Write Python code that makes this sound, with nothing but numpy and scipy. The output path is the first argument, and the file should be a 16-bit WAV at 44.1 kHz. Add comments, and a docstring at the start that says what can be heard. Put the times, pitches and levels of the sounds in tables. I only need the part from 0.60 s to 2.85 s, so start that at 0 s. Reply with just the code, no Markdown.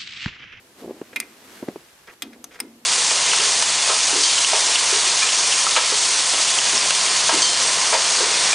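"""Wrench on a starter-motor bolt

At an engine, a close stereo pair hears a steel wrench fitted to a bolt: noise cracks over ringing modes,
while the motor housing swells into a hum after the clicks and short slides scrape as trains of slips.
Hands knock softly and dully near the microphones, as brief low swings with a rattle and a tick.
A sleeve rustles and something rubs low, both shaped noise, over a quiet, wide noise floor.
"""
import sys
import numpy as np
from scipy import signal
from scipy.fft import rfft, irfft, next_fast_len
from scipy.io import wavfile
from scipy.ndimage import map_coordinates

SR = 44100
rng = np.random.default_rng(int(sys.argv[2]) if len(sys.argv) > 2 else 0)


def unload_wav(signal):
    """Save mono or channel-first audio to the path in sys.argv[1] as 16-bit WAV at rate SR, clipped to [-1, 1]."""
    wavfile.write(
        sys.argv[1],
        SR,
        np.round(np.clip(np.atleast_2d(signal).T, -1, 1) * 32767).astype(np.int16),
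    )


N = 99225  # samples in the scene
T = np.arange(SR * 3 // 5) / SR  # seconds since the start of one event


# Ringing modes of the wrench: [pitch_hz, level_db]
WRENCH = [(1350, -10), (2790, -9), (3290, -2), (3550, -7), (3830, -5), (4300, -5), (4750, -6), (4970, -6),
          (5190, -2), (6230, -2), (6850, -7), (7600, -6), (8330, -3), (8620, -7), (9140, 1.5), (9750, -5),
          (10720, -9), (11500, -7), (12130, -9), (13930, -3)]
WRENCH_T60_S = 0.04  # before any length factor


def wrench_modes():
    """The wrench's modes all die at one speed."""
    return [(hz, db, WRENCH_T60_S) for hz, db in WRENCH]


# Wrench contacts: [start_s, crack_db, wrench_db, bolt_db, housing_db, tilt_db_per_octave,
# first_region_hz, first_region_db, second_region_hz, second_region_db, decay_length_factor].
# The point of contact favours or mutes the two regions in the crack and the wrench.
CONTACTS = [ (0.5599, -35.5, -30.5, -21.5, -40, -4.5, 3700, 8.7, 11000, 10, 1.06),
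            (0.6011, -23.5, -23, -19, -41.5, 1.5, 9100, 2.6, 4340, -1.5, 0.54),
            (1.6214, -26, -29, -27.5, -32, -1.5, 3390, 9, 4500, 3.5, 1),
            (1.8419, -34.5, -36.5, -69, -56, -2, 6350, 13.7, 11050, 15, 0.65),
            (2.0017, -24, -25.5, -21.5, -31.5, -1.5, 8880, 12.1, 6730, -30, 0.47),
            (2.004, -30.5, -39.5, -26, -44, -2.5, 5200, 21.8, 13500, 21, 0.55)]
# The wrench bouncing on the bolt: [start_s, level_db]
REBOUNDS = [(0.5628, -21.5), (0.5661, -18.5), (0.5722, -34), (0.6103, -29), (0.6270, -34)]
# Dense, quickly dying part of a click: [band_centre_hz, level_db, t60_s before the length factor]
CRACK = [(370, -25, 0.02), (800, -17, 0.083), (1340, -10.5, 0.064), (2360, -19, 0.17), (3700, -18, 0.17),
         (7500, 2, 0.026), (13100, -13, 0.02)]
# Ringing modes of the bolt: [pitch_hz, level_db, t60_s before any length factor]
BOLT = [(1950, -9, .04), (2078, -1, .042), (2385, -1, .04), (2490, -7, .065)]
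# Humming modes of the motor housing: [pitch_hz, level_db, t60_s]
HOUSING = [(233.5, -5, 0.67), (272.4, 3.5, 0.26), (323.7, 0, 0.26), (390, -8.5, 0.3)]
CRACK_ATTACK_S, METAL_ATTACK_S, HOUSING_ATTACK_S = 0.00047, 0.00034, 0.021
SNAP_DB, SNAP_S = 14, 0.00061  # extra burst at the very start of a crack
CRACK_WIDTH = 0.33  # side over mid
FOCUS_OCTAVES = 0.14  # reach of a favoured or muted region
BOLT_BLUR = 2.6  # unsteadiness of the bolt's phase
PAN_DB = 2  # wrench leans to the first microphone, bolt to the second
CONTACT_LOW_CUT_HZ = 154


def wrench():
    """Contacts crack and ring the wrench by where they land, ring the bolt and hum the housing; rebounds ring the bolt."""
    out = np.zeros((2, N))
    pan = amp([[PAN_DB / 2], [-PAN_DB / 2]])
    snap = (1 + amp(SNAP_DB) * np.exp(-(T / SNAP_S) ** 2)) / 2
    for (s, crack_db, wrench_db, bolt_db, housing_db, tilt_db,
         first_hz, first_db, second_hz, second_db, length) in CONTACTS:
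        def excite(hz):
            """Gain of crack and wrench at one frequency for this point of contact."""
            def near(centre):
                return np.exp(-(np.log2(hz / centre) / FOCUS_OCTAVES) ** 2)
            tilt = tilt_db * np.log2(hz / 5000)
            return amp(tilt + first_db * near(first_hz) + second_db * near(second_hz))

        crack = amp(crack_db) * burst(CRACK, CRACK_WIDTH, excite, length)
        crack = crack * rise(CRACK_ATTACK_S) * snap
        steel = amp(wrench_db) * ring(wrench_modes(), blur=5.0, gain=excite, length=length)
        bolt = amp(bolt_db) * ring(BOLT, BOLT_BLUR, length=length)
        # the hum reaches both microphones alike
        hum = amp(housing_db) * ring(HOUSING, blur=5.46).mean(axis=0) * rise(HOUSING_ATTACK_S)
        add(out, s, crack * pan + (steel * pan + bolt / pan) * rise(METAL_ATTACK_S) + hum)
    for s, db in REBOUNDS:
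        add(out, s, amp(db) * ring(BOLT, BOLT_BLUR) / pan * rise(METAL_ATTACK_S))
    return low_cut(out, CONTACT_LOW_CUT_HZ)


# Jaw sliding on the bolt head: [start_s, length_s, level_db, treble_db]
SCRAPES = [(0.528, 0.016, -41, -9), (1.472, 0.01, -43, -5.5), (1.476, 0.045, -40.5, -14),
           (1.725, 0.032, -48, -3.5), (1.905, 0.088, -48.5, -4.5), (1.935, 0.026, -44, 0),
           (1.953, 0.019, -43, -9), (1.99, 0.0095, -37.5, -5)]
# Colour of steel grit, also used for the tick of a knock: [frequency_hz, level_db]
GRIT_COLOUR = [(100, -13.5), (450, 5), (950, -6.5), (1500, 6), (2400, 2.5), (3400, -1.5), (5500, -4.5),
               (15000, -27)]
STROKE_RISE, ROUGH_DB = 0.17, -0.5  # share of the stroke spent rising; depth of the grit
SLIPS_PER_S, SLIP_S, SLIP_DB = 300, 0.00083, 7.5  # typical rate, and fade and strength of a slip's puff
TREBLE_HZ = 3020  # each scrape's treble level acts above this
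FLECK_DB, FLECK_TOP_HZ, FLECK_LENGTH = 0.5, 7000, 0.75  # ringing of slips: level, top, decay length factor


def scrapes():
    """Short slides of steel on steel: an uneven train of slips, each a puff of grit that briefly rings the metal."""
    out = np.zeros((2, N))
    for s, length, db, treble_db in SCRAPES:
        slip_rate = SLIPS_PER_S * amp(2.7 * flutter(len(T), rate=180))
        turns = np.cumsum(slip_rate) / SR  # one whole turn per slip
        puffs = 1 + amp(SLIP_DB) * np.exp(-(turns % 1) / SLIPS_PER_S / SLIP_S)
        roughness = amp(ROUGH_DB * flutter(len(T), rate=543))
        grit = coloured(noise(len(T), width=0.22) * puffs * roughness, GRIT_COLOUR)

        slips = np.diff(np.floor(turns), prepend=0) * rng.standard_normal(len(T))
        metal = ring(wrench_modes() + BOLT, blur=1.3,
                     gain=lambda hz: 1 / (1 + (hz / FLECK_TOP_HZ) ** 4), length=FLECK_LENGTH)
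        flecks = unit(signal.fftconvolve(slips[None], metal, axes=1)[:, :len(T)])

        scrape = grit + amp(FLECK_DB) * flecks
        scrape = unit(filtered(scrape, lambda hz: amp(treble_db / (1 + (TREBLE_HZ / hz) ** 10))))
        stroke = np.sqrt(np.interp(T / length, [0, STROKE_RISE, 1], [0, 1, 0]))
        add(out, s, amp(db) * stroke * scrape)
    return out


# Dull knocks of the hands: [start_s, level_db, pitch_hz]
KNOCKS = [(0.221, -32, 262), (0.23, -31.5, 340), (0.2441, -27.5, 392), (0.25, -29, 392), (0.2592, -45, 358),
          (0.2767, -27, 380), (0.2939, -24, 360), (0.3074, -22, 380), (0.414, -20, 335), (1.026, -20, 313),
          (1.0340, -25, 298), (1.0807, -25, 385), (1.0843, -15.5, 274), (1.1584, -20.5, 405)]
# What rattles on after a knock: [band_centre_hz, level_db, t60_s]
KNOCK_TAIL = [(186, -5.5, 0.14), (436, 3.5, 0.061), (804, 0.5, 0.04)]
KNOCK_SWELL_S, KNOCK_TAIL_DB, KNOCK_LOW_CUT_HZ = 0.0012, -15, 142
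TICK_DB, TICK_GROWTH = 8.5, 1.33  # tick over swing: dB for a 0 dB knock, dB more per dB of knock
TICK_T60_S = 0.028


def knocks():
    """Soft contacts: a brief swing, a short rattle and a faint tick that grows with force."""
    out = np.zeros((2, N))
    for s, db, hz in KNOCKS:
        u = T / KNOCK_SWELL_S
        swell = (u / 2) ** 2 * np.exp(2 - u)  # peaks at 1
        swing = swell * np.cos(2 * np.pi * hz * T)
        tail = amp(KNOCK_TAIL_DB) * burst(KNOCK_TAIL, width=0.017) * rise(0.0008)
        tick = coloured(noise(len(T), width=0.2), GRIT_COLOUR, tilt_db=-3.5)
        tick = amp(TICK_DB + TICK_GROWTH * db) * tick * decay(TICK_T60_S) * rise(0.00071)
        add(out, s, amp(db) * (swing + tail + tick))
    return low_cut(out, KNOCK_LOW_CUT_HZ)


# Level of the sleeve rustle: [time_s, level_db]
SLEEVE = [(.15, -59), (.2, -47), (.28, -54), (.8, -51), (.96, -44.5), (1.1, -50.5), (1.5, -57.5),
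          (1.54, -49.5), (1.555, -103)]
# Colour of the sleeve: [frequency_hz, level_db]
SLEEVE_COLOUR = [(100, -20), (450, -0.5), (1700, 1.5), (3000, -2), (13000, -10), (15500, -24)]
# Level of the low rubbing and rumble: [time_s, level_db]
RUB = [(.16, -58.5), (.24, -37), (.33, -45), (.49, -57), (.56, -47.5), (.7, -59), (1.1, -49), (1.42, -79),
       (1.7, -58), (1.76, -48.5), (1.84, -56.5)]
# Colour of the rubbing: [frequency_hz, level_db]
RUB_COLOUR = [(25, -46), (70, -19), (150, -12.5), (240, 2.5), (360, 0.5), (900, -13.5), (3000, -49)]


def handling():
    """Cloth hiss and low rubbing follow the arms' movement."""
    cloth = coloured(noise(N, width=0.66) * amp(1.4 * flutter(N, rate=860)), SLEEVE_COLOUR)
    rub = coloured(noise(N, width=0.052) * amp(2.3 * flutter(N, rate=150)), RUB_COLOUR)
    return level(SLEEVE) * cloth + level(RUB) * rub


# Reflections around the metal: [band_centre_hz, level_db, t60_s]
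ROOM = [(416, 6, 0.23), (2080, -7.5, 0.4), (8400, 0.5, 0.12)]
ROOM_DB = -15.5


def room(x):
    """Faint reflections from the machine and its surroundings."""
    tail = burst(ROOM, width=0.23) * rise(0.0021)
    tail = tail / np.linalg.norm(tail[0])
    return amp(ROOM_DB) * signal.fftconvolve(x, tail, axes=1)[:, :N]


# Colour of the quiet background: [frequency_hz, level_db]
FLOOR_COLOUR = [(20, -49), (60, -0.5), (300, 0), (1300, -5), (13000, -12.5), (16000, -32)]
FLOOR_DB = -54


def background():
    """Steady shaped noise, with mid and side equally strong."""
    return amp(FLOOR_DB) * coloured(noise(N, width=1.0), FLOOR_COLOUR)


def amp(db):
    """Amplitude factor for a level in dB."""
    return 10 ** (np.asarray(db) / 20)


def unit(x):
    """x scaled to rms 1."""
    return x / np.sqrt(np.mean(x ** 2) + 1e-20)


def decay(t60):
    """Exponential fall by 60 dB in t60 seconds."""
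    return np.exp(-np.log(1000) * T / t60)


def rise(seconds):
    """Exponential approach to 1 with this time constant."""
    return 1 - np.exp(-T / seconds)


def filtered(x, response):
    """x times a response of frequency."""
    n = x.shape[-1]
    m = next_fast_len(n + 4096)  # padding for the filter's ringing
    hz = np.fft.rfftfreq(m, 1 / SR) + 1  # 1 Hz up, so that no frequency is zero
    return irfft(rfft(x, m) * response(hz), m)[..., :n]


def low_cut(x, corner_hz):
    """Two gentle one-pole high-pass stages."""
    return filtered(x, lambda hz: (1j * hz / (1j * hz + corner_hz)) ** 2)


def noise(n, width):
    """White stereo noise; width is side over mid."""
    mid, side = rng.standard_normal((2, n))
    return np.array([mid + width * side, mid - width * side])


def coloured(x, colour, tilt_db=0):
    """x shaped by (Hz, dB) points and a tilt per octave, at rms 1."""
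    hz, db = np.transpose(colour)

    def response(f):
        return amp(np.interp(np.log(f), np.log(hz), db) + tilt_db * np.log2(f))
    return unit(filtered(x, response))


def flutter(n, rate):
    """A random curve, straight between rate knots a second."""
    at = np.arange(n) * rate / SR
    return map_coordinates(rng.standard_normal(4096), [at], order=1, mode="wrap")


def level(rows):
    """Gain per sample from (s, dB) points."""
    return amp(np.interp(np.arange(N) / SR, *np.transpose(rows)))


def add(out, s, sound):
    """Mix a sound in at time s."""
    part = out[:, round(s * SR):][:, :sound.shape[-1]]
    part += sound[..., :part.shape[1]]


def burst(bands, width, gain=lambda hz: 1, length=1):
    """Noise in adjoining bands, each dying at its own speed."""
    white = noise(len(T), width)
    centres = np.log([band[0] for band in bands])
    knots = np.r_[centres[0] - 1, centres, centres[-1] + .5]
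    out = 0
    # each share is a triangle: 1 at its own centre, 0 at the neighbours
    for (hz, db, t60), share in zip(bands, np.eye(len(knots))[1:]):
        band = unit(filtered(white, lambda f: np.interp(np.log(f), knots, share)))
        out = out + band * amp(db) * gain(hz) * decay(t60 * length)
    return out


MIC_PHASE = 0.37  # radians ahead at one microphone and behind at the other


def ring(modes, blur, gain=lambda hz: 1, length=1):
    """Damped, slightly unsteady modes that reach each microphone with their own phase."""
    out = 0
    for hz, db, t60 in modes:
        skew = MIC_PHASE * rng.choice([-1, 1]) * np.array([[1], [-1]])
        drift = blur * np.cumsum(rng.standard_normal(len(T))) / np.sqrt(SR * t60)
        wave = np.sin(2 * np.pi * hz * T + drift + skew)
        out = out + amp(db) * gain(hz) * decay(t60 * length) * wave
    return out


def scene():
    """Metal with its reflections, then the close hands and cloth, over the background."""
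    metal = wrench() + scrapes()
    return metal + room(metal) + knocks() + handling() + background()


MONO_BELOW_HZ, TOP_HZ = 540, 16200


def record(dry):
    """Two close microphones hear the bass alike; the recorder keeps nothing above its band limit."""
    mid = dry.mean(axis=0)
    side = filtered(dry - mid, lambda hz: hz ** 2 / (hz ** 2 + MONO_BELOW_HZ ** 2))
    # the band limit is a slope 1200 Hz wide, centred on TOP_HZ
    return filtered(mid + side, lambda hz: np.clip((TOP_HZ - hz) / 1200 + .5, 0, 1) ** 2)


dry = scene()
out = record(dry)
unload_wav(out)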